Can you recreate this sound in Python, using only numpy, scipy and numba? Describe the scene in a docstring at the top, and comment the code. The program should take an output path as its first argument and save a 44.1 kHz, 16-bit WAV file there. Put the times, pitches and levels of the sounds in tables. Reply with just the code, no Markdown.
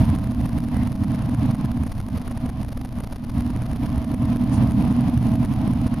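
"""Inside a coach at highway speed, a stereo camera microphone in the cabin.
Engine orders, a gear whine and body panels drone; tyres roar and air hisses, thumps and puffs.
Slow pressure surges, too low to hear and strongest beside an overtaken lorry, overload the camera:
its gain control steps down and up, so the drone pumps and every step ticks."""
import sys
import numpy as np
from scipy import signal
from scipy.fft import rfft, irfft, next_fast_len
from scipy.io import wavfile
from scipy.ndimage import map_coordinates
from numba import njit

SR = 44100
rng = np.random.default_rng(int(sys.argv[2]) if len(sys.argv) > 2 else 0)


def gain_from_db(level_db):
    """Turn a decibel level (scalar or array-like) into a linear amplitude factor."""
    decades = np.asarray(level_db, float) / 20
    return 10 ** decades


def persist_wave(psi):
    """Save psi, clipped to +-1, as 16-bit WAV."""
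    counts = np.round(np.clip(psi, -1, 1) * 32767).astype(np.int16)
    wavfile.write(sys.argv[1], SR, np.atleast_2d(counts).T)


N = 264600  # samples, 6 s


def along(points, hz):
    """Read a curve of (Hz, value) points on a logarithmic frequency axis."""
    point_hz, values = np.transpose(points)
    return np.interp(np.log(hz + 1), np.log(point_hz + 1), values)


def over_time(points):
    """Read a curve of (s, value) points sample by sample."""
    return np.interp(np.arange(N) / SR, *np.transpose(points))


def unit(x):
    """Scale to rms 1."""
    return x / np.sqrt(np.mean(x ** 2))


def wobble(rate):
    """A smooth random curve with rate knots a second."""
    knots = rng.standard_normal(int(N * rate / SR) + 4)
    return map_coordinates(knots, [np.arange(N) * rate / SR])


def filtered(x, response):
    """Multiply the spectrum of x by a complex response of frequency."""
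    size = next_fast_len(N + 8192)
    return irfft(rfft(x, size) * response(np.fft.rfftfreq(size, 1 / SR)), size)[..., :N]


# Likeness of the two microphone sides: pitch_hz, correlation (1 = identical)
LIKENESS = [(30, 0.87), (60, 0.96), (130, 0.97), (620, 0.93), (1400, 0.68), (3000, 0.3), (6000, 0.29),
            (9000, 0.63)]


def rush(gain):
    """Stereo noise of rms 1: the mid/side split at each frequency sets how alike the sides are."""
    def mid_side(hz):
        turn = np.arccos(np.clip(along(LIKENESS, hz), -1, 1)) / 2
        return gain(hz) * [np.cos(turn), np.sin(turn)]
    mid, side = filtered(rng.standard_normal((2, N)), mid_side)
    return unit(np.array([mid + side, mid - side]))


# Tyre noise thrown back from beside the road: time_s, level_db
ROADSIDE = [(0, 1.3), (1.1, -0.5), (1.45, 1), (1.7, 0.5), (2.3, 2), (2.6, 0.2), (3.2, 0.54), (4.2, 0),
            (4.34, 3), (4.45, -1), (4.55, 0.5), (4.63, 3), (4.72, 1), (4.8, 1.5), (5.05, 2.5), (5.3, 0.7),
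            (6.0, 0.7)]


def roadside_db():
    """The level of the noise thrown back from beside the road rises and falls along the way."""
    return over_time(ROADSIDE)


# Colour of the air at the window seals: pitch_hz, relative level_db per Hz
SEAL_HISS = [(500, -7.5), (1500, -4), (3000, -5), (5000, -5.5), (7000, -3), (8500, -23.5), (11000, -23),
             (14000, -28.5)]


def seal_hiss():
    """Air at the window seals: broad noise that follows the roadside level, exaggerated."""
    return gain_from_db(-57.5 + 1.2 * roadside_db()) * rush(lambda hz: gain_from_db(along(SEAL_HISS, hz)))


# A brief rub, an airy puff, a short mid-range whoosh:
# crest_s, spread_s (standard deviation), pitch_hz, width_hz (two standard deviations), level_db (crest rms)
NOISE_PUFFS = [(.79, 0.059, 2003, 300, -41.5), (4.547, 0.018, 6900, 5030, -39.5),
               (4.63, 0.056, 840, 795, -34.5)]


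def puffs():
    """Bands of noise that each swell and fade on a bell curve."""
    t = np.arange(N) / SR
    total = 0
    for crest_s, spread_s, pitch_hz, width_hz, level_db in NOISE_PUFFS:
        swell = np.exp(-.5 * ((t - crest_s) / spread_s) ** 2)
        band = rush(lambda hz: np.exp(-2 * ((hz - pitch_hz) / width_hz) ** 2))
        total = total + gain_from_db(level_db) * swell * band
    return total


# Colour of the tyre noise: pitch_hz, relative level_db per Hz
TYRE_COLOUR = [(300, -26), (400, -11), (570, -9.5), (720, 0), (870, -5), (1050, -2), (1100, -6),
               (1400, -13), (3000, -16), (7000, -37.5), (9000, -83)]


def tyres():
    """Tyre roar: coloured noise, wandering in level and raised by the roadside."""
    level_db = -34.0 + roadside_db() + .7 * wobble(5.3) + 1.2 * wobble(8.5)
    return gain_from_db(level_db) * rush(lambda hz: gain_from_db(along(TYRE_COLOUR, hz)))


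# Colour of the air thumping on the flanks: pitch_hz, relative level_db per Hz
BUFFET_COLOUR = [(20, -15.5), (40, 3), (50, -2.5), (60, 6.5), (80, 6.5), (120, -5), (200, -56)]
# Strength of the air on the flanks, before buffeting() scales it: time_s, strength_db
FLANK_AIR = [(0, 1.5), (0.221, 1.5), (0.8, -3), (1.45, -4), (1.7, 0.5), (2.1, 5.5), (2.45, 7.5), (2.7, 0),
             (3.0, 1), (3.38, -2.5), (3.9, -1), (4.3, -1), (4.62, -8.5), (4.95, -8), (5.3, -5.5),
             (6.0, -1.5)]


def buffeting():
    """Turbulent air thumps on the flanks: low noise with an irregular level."""
    level_db = -19 + .3 * over_time(FLANK_AIR) + 1.8 * wobble(5) + 1.1 * wobble(11)
    return gain_from_db(level_db) * rush(lambda hz: gain_from_db(along(BUFFET_COLOUR, hz)))


# How hard the road and engine shake the body: time_s, level_db
SHAKING = [(0, -0.2), (1.0, 1.17), (1.5, 2), (1.9, -0.7), (2.15, 0.5), (2.3, -2.5), (2.451, 1.5),
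           (2.55, -1.5), (3.15, -1.5), (3.401, -1.85), (4.0, -0.84), (4.6, 2), (5.3, 2.24), (6.0, 0.2)]


def shaking_db():
    """The common drive of the body panels and, more weakly, the engine lines."""
    return over_time(SHAKING)


# Engine orders, steady hums and the gear whine: pitch_hz
LINE_HZ = [60.5, 121, 155, 205.5, 242, 286, 322, 646]
# The same lines in order: level_db (rms before shaking), waver_db (scales the random level curve)
LINE_LEVELS = [(-38, 3), (-27.5, 1.5), (-38, 2.5), (-33.5, 2.5), (-28.5, 1.16), (-38, 2.5), (-45.5, 2.5),
               (-41, 3)]


def engine():
    """Steady sine lines that waver a little in level and phase."""
    t = np.arange(N) / SR
    total = 0
    for pitch_hz, (rms_db, waver_db) in zip(LINE_HZ, LINE_LEVELS):
        level_db = rms_db + .6 * shaking_db() + waver_db * wobble(8)
        phase = 2 * np.pi * pitch_hz * t + 0.4 * wobble(4)
        total = total + np.sqrt(2) * gain_from_db(level_db) * np.sin(phase)
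    return total


# Colour of the body panels before the cabin resonates: pitch_hz, relative level_db per Hz
PANELS = [(60, -20.5), (100, -3.5), (160, -6), (290, -8), (325, -17.5), (350, -32), (560, -32), (900, -57)]
# Cabin resonances: pitch_hz, width_hz (at half height), level_db (added to the direct sound)
RESONANCES = [(122, 37, 3), (203.9, 17, 2.5), (240.5, 24, 7), (286.8, 11, -10.5)]


def body_roar():
    """Shaken panels give low noise, which booms in the cabin's resonances."""
    def boom(hz):
        gain = 1
        for pitch_hz, width_hz, level_db in RESONANCES:
            gain = gain + gain_from_db(level_db) * width_hz ** 2 / (width_hz ** 2 + (2 * (hz - pitch_hz)) ** 2)
        return gain
    level_db = -18.5 + shaking_db() + .8 * wobble(10)
    return gain_from_db(level_db) * rush(lambda hz: gain_from_db(along(PANELS, hz)) * boom(hz))


# Swings of cabin pressure:
# time_s (the crest, or up to 4 ms after it for low swings), height_db (0 = full scale)
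PRESSURE_SWINGS = [(0.059, -2.5), (0.109, -5), (0.132, -3.5), (0.164, 3), (0.194, 6), (0.22, 0),
                   (0.248, 2.5), (0.278, 3), (0.326, 4), (0.351, 5), (0.382, 0), (0.414, 0.5),
                   (0.442, -5.5), (0.469, 4.5), (0.496, 5.5), (0.53, 1), (0.56, -2), (0.593, 3), (0.61, 6),
                   (0.647, 5), (0.664, 0.5), (0.694, 4), (0.725, -1.5), (0.755, -1.5), (0.777, 1),
                   (0.812, -2), (0.843, 0.5), (0.886, 3.5), (0.934, 5.5), (0.961, 6), (1.004, -3),
                   (1.053, 3), (1.087, 0.5), (1.119, -0.5), (1.165, 2), (1.2, 1), (1.229, 1.5), (1.269, 2),
                   (1.3, 2.5), (1.314, -2), (1.36, 3.5), (1.401, -2), (1.443, -2.5), (1.465, -1),
                   (1.495, -8), (1.524, 3.5), (1.557, 8), (1.589, 1), (1.622, 3.5), (1.664, 4.5),
                   (1.699, 3), (1.724, 6.5), (1.752, 1), (1.782, 1.5), (1.826, -1), (1.843, 6), (1.878, 9),
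                   (1.901, 5), (1.929, 12), (1.957, 5), (1.984, 7.5), (2.012, 13), (2.05, 9), (2.067, 9),
                   (2.089, 12), (2.127, 3), (2.164, -0.5), (2.185, 8), (2.227, 9.5), (2.256, 3.5),
                   (2.287, 8.5), (2.325, 12), (2.355, 4), (2.383, 10.5), (2.409, 4.5), (2.44, 3),
                   (2.469, 7), (2.506, 10.5), (2.544, 7.5), (2.584, 3.5), (2.621, 2.5), (2.637, 5.5),
                   (2.651, 8), (2.693, 9), (2.733, 10), (2.756, 7), (2.779, 9.5), (2.822, 10), (2.86, 12.5),
                   (2.896, 10.5), (2.929, 9), (2.962, 2), (2.995, 3.0), (3.011, 10.5), (3.049, 13),
                   (3.078, 13.0), (3.106, 7), (3.134, 12.5), (3.168, 13.5), (3.208, 9), (3.25, 9.5),
                   (3.277, 5), (3.302, 9), (3.345, -1.5), (3.389, -2), (3.417, 3), (3.434, 4), (3.475, 2.0),
                   (3.519, 4), (3.545, 1.5), (3.573, 4.5), (3.603, 1.5), (3.633, 6.5), (3.671, 6.5),
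                   (3.695, 2), (3.723, 1), (3.74, 4.5), (3.771, 7), (3.804, 0.5), (3.839, -3.5), (3.872, 4),
                   (3.901, 3), (3.931, 1), (3.957, 1.5), (3.986, -1.5), (4.013, 0.5), (4.03, 2.5),
                   (4.052, 6), (4.087, 0), (4.126, 0), (4.152, 5), (4.193, -0.5), (4.237, -2), (4.262, 1),
                   (4.305, -3.5), (4.347, 0.5), (4.373, 4), (4.399, -5), (4.427, -1.5), (4.449, 0.5),
                   (4.479, -2.5), (4.508, -3), (4.544, -5), (4.562, -3), (4.593, -5), (4.624, -8),
                   (4.642, -8), (4.659, -7.5), (4.678, -3), (4.727, 2), (4.757, -1.5), (4.792, -6),
                   (4.826, -3), (4.859, -3), (4.89, -0.5), (4.931, 1.5), (4.971, -0.5), (5.003, -4),
                   (5.019, 0.5), (5.052, -3), (5.09, -3.5), (5.107, 1.5), (5.147, -1), (5.161, -4),
                   (5.187, 1), (5.234, -3.5), (5.275, -5), (5.293, -2), (5.32, -3), (5.347, -3),
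                   (5.366, 1.5), (5.383, -2), (5.405, -4.5), (5.435, -4.5), (5.462, 4.5), (5.498, -3.5),
                   (5.532, -3), (5.544, 0.5), (5.568, 0.5), (5.592, -0.5), (5.626, 0.5), (5.655, -2),
                   (5.691, -1), (5.718, 0), (5.74, 2), (5.777, 0), (5.801, 0), (5.823, 0), (5.852, -2.5),
                   (5.882, 6), (5.927, -1), (5.949, 5.5), (5.992, 1.5)]


def surges(share=.38, longest_s=0.016):
    """Crests push and pull in turn, smooth bell-shaped swings, broader when neighbours are far."""
    crest_lead_s, steep_db = .004, 9  # the longest lead of a low crest; no lead from this height up
    same_swing_s = .022  # crests no further apart than this share a sign
    margin = SR // 10
    pressure, t = np.zeros(N + SR // 5), np.arange(-margin, margin) / SR
    gaps = np.diff(np.transpose(PRESSURE_SWINGS)[0], prepend=-1, append=N / SR + 1)
    widths = np.clip(share * gaps, .005, longest_s)
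    signs = (-1.) ** np.cumsum(gaps > same_swing_s)
    for k, (time_s, height_db) in enumerate(PRESSURE_SWINGS):
        width = np.where(t < 0, widths[k], widths[k + 1])
        swing = signs[k] * gain_from_db(height_db) * np.exp(-.5 * (t / width) ** 2)
        crest_s = time_s - crest_lead_s * np.clip(1 - height_db / steep_db, 0, 1)
        pressure[round(crest_s * SR):][:len(t)] += swing
    return pressure[margin:][:N]


# Balance of the sides: pitch_hz, level_db (left minus right)
SIDE_BALANCE = [(60, -1.68), (200, -2), (600, 0), (4000, -1), (8000, -1.1)]


def scene():
    """Everything at the microphones; the surges lean a little to one side or the other."""
    halves = [.5, -.5]  # left up, right down by half the difference
    audible = body_roar() + buffeting() + tyres() + engine() + seal_hiss() + puffs()
    heard = filtered(audible, lambda hz: gain_from_db(np.outer(halves, along(SIDE_BALANCE, hz))))
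    return heard + surges() * gain_from_db(np.outer(halves, 1.5 * wobble(12)))


@njit
def stepped_gain(peak, step, quiet, target, ceiling, relief, fast, slow, fade, most):
    """Fast steps down from ceiling to relief; slow steps down over target, up once the fading peak is quiet."""
    gain, g, held, wait, limiting = np.empty(len(peak)), 0.9, 0.0, 0.0, False
    for i in range(len(peak)):
        now = peak[i] * g
        held = max(now, held * fade)
        limiting = now > (relief if limiting else ceiling)
        wait += 1
        if limiting and wait >= fast:
            g, held = g / step, held / step
            wait = (wait - fast) % 1.0  # carry the fraction of a sample
        elif wait >= slow and held > target:
            g, held, wait = g / step, held / step, 0.0
        elif wait >= slow and held < quiet:
            g, wait = min(g * step, most), 0.0
        gain[i] = g
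    return gain


def band_limit(x):
    """A steep low-pass at the top of the band."""
    return signal.sosfilt(signal.butter(12, 14460, fs=SR, output="sos"), x)


# Overall tone, with a narrow notch at 8 kHz: pitch_hz, level_db
OVERALL_TONE = [(290, 6), (380, 0.5), (540, 3), (700, 3), (1500, 0.5), (3000, -1), (5000, 3.5), (7000, -2),
                (7450, -10), (7750, -18), (8000, -30), (8200, -12), (8450, -2), (9500, 9), (11500, 5.5),
                (13400, 4.5)]
# Band limit at the top: pitch_hz, level_db
BAND_LIMIT = [(13450, 0), (13650, -14), (14400, -28), (15200, -60)]


def record(dry):
    """Stepped gain shared by both sides; then the low cut removes the surges, leaving steps as ticks."""
    quiet, target, ceiling, relief = .25, .44, .45, .415  # thresholds, full scale 1
    fast_s, slow_s, fade_s = 1.043e-4, 3.337e-3, 0.02  # waits between steps; fading of the held peak
    step, most = gain_from_db(.75), gain_from_db(-4.0)  # one gain step; the most gain that steps up can reach
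    peak = np.abs(dry).max(0)
    gain = stepped_gain(peak, step, quiet, target, ceiling, relief,
                        fast_s * SR, slow_s * SR, np.exp(-1 / (fade_s * SR)), most)
    circuit_noise = gain_from_db(-77) * rng.standard_normal(dry.shape)

    def response(hz):
        cut_hz = 52  # corner of each of three equal low-cut stages
        low_cut = (1j * hz / (cut_hz + 1j * hz)) ** 3
        return low_cut * gain_from_db(along(OVERALL_TONE, hz) + along(BAND_LIMIT, hz))
    mix = filtered(dry * gain + circuit_noise, response)
    return band_limit(mix)


dry = scene()
out = record(dry)
persist_wave(out)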